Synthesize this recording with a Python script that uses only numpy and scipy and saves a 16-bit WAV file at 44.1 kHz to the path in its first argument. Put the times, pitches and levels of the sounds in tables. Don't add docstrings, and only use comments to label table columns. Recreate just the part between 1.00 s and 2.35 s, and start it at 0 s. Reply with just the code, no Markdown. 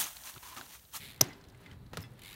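import sys
import numpy as np
from scipy import signal
from scipy.fft import rfft, irfft
from scipy.io import wavfile
from scipy.ndimage import uniform_filter1d

SR = 44100
rng = np.random.default_rng(int(sys.argv[2]) if len(sys.argv) > 2 else 0)


def invert_db(level):
    return 10 ** (np.asarray(level, dtype=float) / 20)


def wav_record(signal):
    frames = np.transpose(np.atleast_2d(signal))
    bounded = np.clip(frames, -1, 1)
    quanta = np.round(bounded * 32767).astype(np.int16)
    wavfile.write(sys.argv[1], SR, quanta)


N = 59535


def evened(x):
    return x / np.sqrt(np.mean(x ** 2) + 1e-20)


def smoothed(x, size):
    return uniform_filter1d(uniform_filter1d(x, size), size)


def read(points, hz):
    f, value = np.transpose(points)
    return np.interp(np.log(hz + 1), np.log(f + 1), value)


def curve(points):
    return invert_db(np.interp(np.arange(N) / SR, *np.transpose(points)))


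def add(mix, s, sound):
    at = round(s * SR)
    sound = sound[max(-at, 0):]
    part = mix[max(at, 0):][:len(sound)]
    part += sound[:len(part)]


def coloured(points, size=N):
    hz = np.fft.rfftfreq(size, 1 / SR)
    gain = invert_db(read(points, hz)) * np.minimum(hz / points[0][0], 1) ** 2
    return evened(irfft(rfft(rng.standard_normal(size)) * gain, size))


def resonate(x, hz, width):
    turn = np.exp(2j * np.pi * hz * np.arange(len(x)) / SR)
    r = np.exp(-np.pi * width / SR)
    return 2 * (turn * signal.lfilter([1 - r], [1, -r], x / turn)).real


def shape(t, rise, hold, t60):
    return np.minimum(t / rise, 1) * invert_db(-60 * np.maximum(t - hold, 0) / t60)


def ring(modes, t, cycles):
    out = 0
    for hz, db, t60 in modes:
        swell = np.minimum(t * hz / cycles, 1)
        out = out + invert_db(db - 60 * t / t60) * np.sin(2 * np.pi * hz * t) * swell
    return out


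# time in seconds, tooth count.
SLOWING = [(-.0025, 0), (.0538, 8), (.076, 11), (.111, 15), (.1196, 16), (.1441, 18), (.193, 21)]
RISING = [(1.1918, 0), (1.218, 1), (1.2345, 2), (1.2472, 3), (1.2691, 5), (1.328, 11), (1.352, 13)]
# time in seconds, level in dB.
PAWL_FORCE = [(0, -49), (.055, -49.5), (.11, -52), (.2, -59.5), (1.19, -56.5), (1.235, -48.5), (1.3, -51.5),
              (1.35, -49)]
# frequency in Hz, level in dB per Hz.
HUB = [(590, -53.5), (1000, -21.5), (1220, -23.5), (2310, 4), (2780, -8), (3460, -1), (5440, -11),
       (10900, -6), (16000, -9)]
HUM = [(1000, -18), (2200, -4), (4300, -6), (5500, -16), (16000, -16)]
# lowest pitch in Hz, highest pitch in Hz, level in dB.
PAWL_NOTES = [(1900, 3000, 0.5), (3000, 4400, 3.5), (8500, 12500, 2.5)]
# pitch in Hz, width in Hz, level in dB.
SHELL = [(2120, 120, -7.5), (3728, 690, -7), (7470, 510, -15), (11300, 1400, -13)]


def ratchet():
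    spread_db, hold_s = 1.5, .0018
    gate, hum, notes = np.zeros((3, N))
    t = np.arange(3000) / SR
    for spell in (SLOWING, RISING):
        s, teeth = np.transpose(spell)
        for at in np.interp(np.arange(teeth[-1] + 1), teeth, s):
            force = invert_db(spread_db * rng.standard_normal())
            add(gate, at, force * shape(t, rise=.0006, hold=hold_s, t60=.017))
            add(hum, at, force * invert_db(-5 - 60 * t / 0.071))
            for low, high, db in PAWL_NOTES:
                place, late, weak = rng.random(3)
                t60 = 0.023 * (2500 / high) ** .5
                note = (low + (high - low) * place, db - 9.5 * weak, t60)
                add(notes, at + late * hold_s, ring([note], t, cycles=3.1))
    force = curve(PAWL_FORCE)
    rattle = (coloured(HUB) * gate + coloured(HUM) * hum) * force
    shell = sum(invert_db(db + 0.5) * resonate(rattle, hz, width) for hz, width, db in SHELL)
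    return notes * force + invert_db(-1.5) * rattle + shell


# frequency in Hz, level in dB per Hz.
AIR = [(15, -35.5), (25, -3), (161, -11.5), (775, -23), (1520, -30), (2550, -46), (4030, -32), (4870, -47),
       (16000, -41.5)]
ROLL = [(180, -31), (300, -16), (470, -15), (900, 0), (1140, -4), (1560, 0), (4500, -10), (5600, -17.5),
        (16000, -24.5)]
GUST_COLOUR = [(25, -15), (50, -6.5), (100, 11), (150, 6), (300, -8), (600, -46)]
# time in seconds, level in dB.
LOAD = [(0, -66), (.2, -64.5), (.35, -62.5), (.45, -68), (.56, -69), (.64, -61.5), (.73, -62.5),
        (.78, -72.5), (.9, -72.5), (.96, -65.5), (1.05, -70), (1.12, -70.5), (1.2, -64), (1.35, -60)]
GUST = [(0, -56.5), (.4, -64.5), (.58, -59.5), (.87, -53.5), (1.15, -58), (1.35, -70)]


def background():
    lumps = evened(smoothed(rng.standard_normal(N), 900))
    wind = coloured(GUST_COLOUR) * curve(GUST) * invert_db(1.5 * lumps)
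    traffic = invert_db(-53.5 - 5.5) * coloured(AIR)
    return traffic + curve(LOAD) * coloured(ROLL) + wind


def drone():
    note = evened(resonate(rng.standard_normal(N), hz=396.1, width=6))
    return invert_db(-68) * note * shape(np.arange(N) / SR, rise=.001, hold=0.62, t60=1.5)


# snap time in seconds, then snap, scuff, thud and tail levels in dB.
LANDINGS = [
    (.2106, -5.5, -30, -25, -41),
    (.9333, -30.5, -51.5, -43.5, -51.5),
    (.972, -18.5, -40.5, -34.5, -50),
]
# pitch in Hz, level in dB, t60 in seconds.
TYRE = [(260, -1, 0.056), (355, -11.5, 0.16), (416, 3.5, 0.036), (636, 5, 0.029), (766, -0.5, 0.035),
        (1337, -10.5, 0.026)]
LIGHT_TYRE = [(254, 4, 0.022), (434, 6.5, 0.018), (880, -13, 0.014), (1260, -8, 0.019)]
# frequency in Hz, level in dB per Hz.
SCUFF = [(1200, 3), (2600, -7.5), (4000, 0.5), (6000, -7.5), (16000, -15)]
SCATTER = [(59, -38), (100, 1), (358, -0.5), (502, -9.5), (1680, -10), (2520, -11.5), (6020, -18),
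           (7770, -24), (16000, -28.5)]
# frequency in Hz, t60 in seconds.
SCATTER_T60 = [(100, 0.55), (1000, 0.6), (2500, 0.31), (6000, 0.39), (12000, 0.31)]


def landing(s, snap_db, scuff_db, thud_db, tail_db):
    size, touch_s = 20000, 0.0019
    t, out = np.arange(size) / SR, np.zeros(size)
    touch = coloured(SCATTER, size=4096) * shape(t[:4096], rise=0.00042, hold=touch_s, t60=.004)
    add(out, 0, invert_db(2 * thud_db + 18.5) * touch)

    u = t / (.000015 * invert_db(-.3 * snap_db))
    v = t / .0005
    rebound = invert_db(-24) * v * (1 - v / 2) * np.exp(1 - v)
    blow = invert_db(snap_db) * (u * np.exp(1 - u) - rebound)
    hard = thud_db > -30
    if not hard:
        blow = -blow
    blow = blow + invert_db(thud_db) * ring(TYRE if hard else LIGHT_TYRE, t, cycles=0.89)
    blow += invert_db(scuff_db) * coloured(SCUFF, size=size) * shape(t, rise=0.00059, hold=0.0047, t60=.008)

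    hz, frames, z = signal.stft(coloured(SCATTER, size=size), SR, nperseg=256)
    decay = invert_db(-60 * frames / read(SCATTER_T60, hz)[:, None])
    tail = signal.istft(z * decay, SR, nperseg=256)[1][:size]
    add(out, touch_s, blow + invert_db(tail_db) * tail * np.minimum(t / 0.0044, 1))
    return s - touch_s, out


# start in seconds, length in seconds, level in dB, pitch in Hz,
# roughness from 0 to 1.
SQUEAKS = [
    (.2109, 0.0047, -13.5, 5916, 0.63),
    (.217, .0055, -42, 5800, .9),
    (.227, .0025, -48, 6300, .4),
    (.332, .004, -55, 4990, .1),
    (.284, 0.0067, -53.5, 6660, 0),
    (1.018, 0.009, -62, 5240, 0),
    (1.0262, 0.0045, -48, 5150, 0.2),
]
# multiple of the pitch, level in dB.
OVERTONES = [(1, -3.5), (1.5, -25.5), (2, -10.5), (3, -21)]
# frequency in Hz, level in dB.
CHATTER = [(2500, -30.5), (4100, 3.5), (4650, -5), (5300, 3.5), (6300, -1), (8500, -9), (11500, -2),
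           (15000, -10.5)]


def squeak(s, length, db, hz, rough):
    t = np.arange(round(length * SR) + 40) / SR
    waver, throb = (evened(smoothed(v, 16))[:len(t)] for v in rng.standard_normal((2, 2000)))
    lift = 0.17 * rough * (t / t[-1]) ** 4
    turns = np.cumsum(hz * (1 + .05 * rough * waver + lift)) / SR
    smooth_db = -11.5 * max(1 - 2 * rough, 0)
    tone = sum(invert_db(d + (k > 1) * smooth_db) * np.sin(2 * np.pi * k * turns) for k, d in OVERTONES)
    edge = np.clip(np.minimum(t, t[-1] - t) / (0.078 * length + 0.00024), 0, 1)
    chatter = rough * invert_db(1 - 8 * t / t[-1]) * coloured(CHATTER, size=2000)[:len(t)]
    return s, invert_db(db) * (invert_db(3 * rough * throb) * np.sqrt(2) * tone + chatter) * edge


# start in seconds, level in dB, pitch in Hz, length in seconds.
BUMPS = [(.212, -30, 125.4, 0.018), (.465, -50, 84, 0.0083), (.67, -49, 92.3, 0.03),
         (.715, -42, 74.4, 0.0077), (.81, -47.5, 124.5, 0.021), (.86, -46, 58, 0.016),
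         (.978, -42, 95.2, 0.029), (1.03, -50, 120.6, 0.032), (.232, -50, 373, 0.024),
         (.272, -42.5, 295, 0.0062), (.662, -58, 282.6, 0.032), (.982, -40, 166, .01),
         (.952, -51, 130, 0.0073), (1.115, -64.5, 498, 0.027)]


def bump(s, db, hz, length):
    t = np.arange(6000) / SR
    return s, invert_db(db) * np.sin(2 * np.pi * hz * t) * shape(t, rise=.006, hold=length, t60=.05)


# start in seconds, level in dB, length in seconds.
SKIDS = [
    (.2165, -50.5, 0.1),
    (.936, -51.5, 0.0075),
    (.978, -58, 0.085),
]
# frequency in Hz, level in dB.
RATTLE = [(800, 1), (2000, 8), (5000, -6.5), (10000, -22), (16000, -10)]


def skid(s, db, length):
    t = np.arange(8000) / SR
    hiss = coloured(RATTLE, size=8000) * shape(t, rise=0.0013, hold=length, t60=0.028)
    return s, invert_db(db - 87 * t) * hiss


# start in seconds, level in dB, pitch in Hz, t60 in seconds.
PINGS = [(.3052, -48, 2035, .1), (.305, -51, 1560, .05), (.321, -53, 2035, .06), (.218, -43, 2050, .03),
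         (.6608, -44, 2080, .04), (.6612, -51, 1750, .025), (.661, -55, 3540, .04), (.676, -55, 2000, .05),
         (.7132, -49, 3050, .022), (.7134, -50, 2050, .025), (.718, -57, 2000, .03), (.725, -57, 1500, .03),
         (.251, -47, 700, .04), (.33, -54, 2900, .025), (.306, -57, 3400, .07), (.4394, -58, 4100, .03),
         (.5471, -59, 2080, .03), (.8624, -64, 4100, .025), (.972, -36, 1250, .015),
         (.9335, -42, 950, .015)]


def ping(s, db, hz, t60):
    return s, ring([(hz, db, t60)], np.arange(6000) / SR, cycles=1.5)


# start in
# seconds, level in dB, pitch in Hz, length in seconds, # slope of the puff in dB per octave.
TICKS = [(.238, -53.5, 5500, 0.007, -8), (.269, -63, 10700, 0.0022, -3), (.3296, -58, 3630, 0.0039, -18),
         (.365, -70, 12900, .0016, -9), (.381, -72.5, 12100, .001, -9), (.4114, -67, 5160, 0.0044, -19),
         (.4394, -64.5, 3940, 0.0027, -8), (.449, -64, 2050, 0.0028, -8), (.4853, -65, 6000, .002, -2),
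         (.492, -73.5, 11000, .004, -6), (.499, -67.5, 4960, .003, -9), (.522, -74, 8000, .003, -2),
         (.5471, -67, 2080, 0.0045, -7), (.636, -72, 9000, .004, -3), (.6608, -62, 2390, .006, -9.5),
         (.7132, -60, 2780, 0.0028, -9.5), (.726, -65, 1900, 0.0091, -9), (.8624, -69.5, 4000, .004, -11.5),
         (1.0055, -54, 4900, .0015, -3), (1.015, -60, 15000, 0.015, -6), (1.106, -74, 9000, 0.0022, -6),
         (1.118, -68, 12140, .001, -2), (1.1348, -72.5, 8930, .004, -5), (1.197, -68, 3000, .004, -6),
         (.574, -72.5, 8500, 0.0043, -3), (.602, -72.5, 10500, 0.017, 3), (1.2145, -76, 8000, .001, -3),
         (1.18, -73, 8000, .001, -8)]


def tick(s, db, hz, length, slope_db):
    size, t60 = 2000, .02
    t = np.arange(size) / SR
    colour = [(hz / 4, 2 * slope_db), (hz, 0), (hz * 8, 3 * slope_db)]
    puff = coloured(colour, size=size) * shape(t, .0003, length, t60)
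    note = evened(resonate(rng.standard_normal(size), hz, width=hz / 5)) * shape(t, .0004, length, t60)
    return s, invert_db(db) * (invert_db(2) * puff + note)


# start in seconds, level in dB, width in seconds.
FOLDS = [
    (.9353, -29.5, 0.00024),
    (0.98, -31.5, 0.00029),
    (0.94, -49, .0006),
]


def fold(s, db, width):
    t = np.arange(200) / SR
    return s, -invert_db(db) * np.exp(-(t / width - 1.5) ** 2)


# start in seconds, level in dB, tilt of the high notes in dB per decade.
KNOCKS = [
    (1.0375, -51, -4),
]
# pitch in Hz, level in dB, t60 in seconds.
FRAME = [(1750, -6, .07), (2035, -6, .13), (2654, -6, .14), (3420, -3, .12), (5140, -7, .14),
         (8270, -16, .12), (10280, -14, .1)]


def knock(s, db, high_db):
    modes = [(hz, d + high_db * np.log10(hz / 2000), t60) for hz, d, t60 in FRAME]
    return s, invert_db(db) * ring(modes, np.arange(9000) / SR, cycles=1.2)


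def scene():
    mix = ratchet() + background() + drone()
    for rows, source in ((LANDINGS, landing), (SQUEAKS, squeak), (BUMPS, bump), (SKIDS, skid),
                         (PINGS, ping), (TICKS, tick), (FOLDS, fold), (KNOCKS, knock)):
        for row in rows:
            add(mix, *source(*row))
    return mix[None]


def band_limit(x):
    return signal.sosfilt(signal.butter(12, 16400, fs=SR, output="sos"), x)


def record(dry):
    treble_cut = signal.firwin(255, 15800, window=("kaiser", 6), fs=SR)
    limited = signal.oaconvolve(dry, treble_cut[None], "same")
    bass_cut = signal.butter(2, 40, "high", fs=SR, output="sos")
    return band_limit(signal.sosfilt(bass_cut, limited))


dry = scene()
out = record(dry)
wav_record(out)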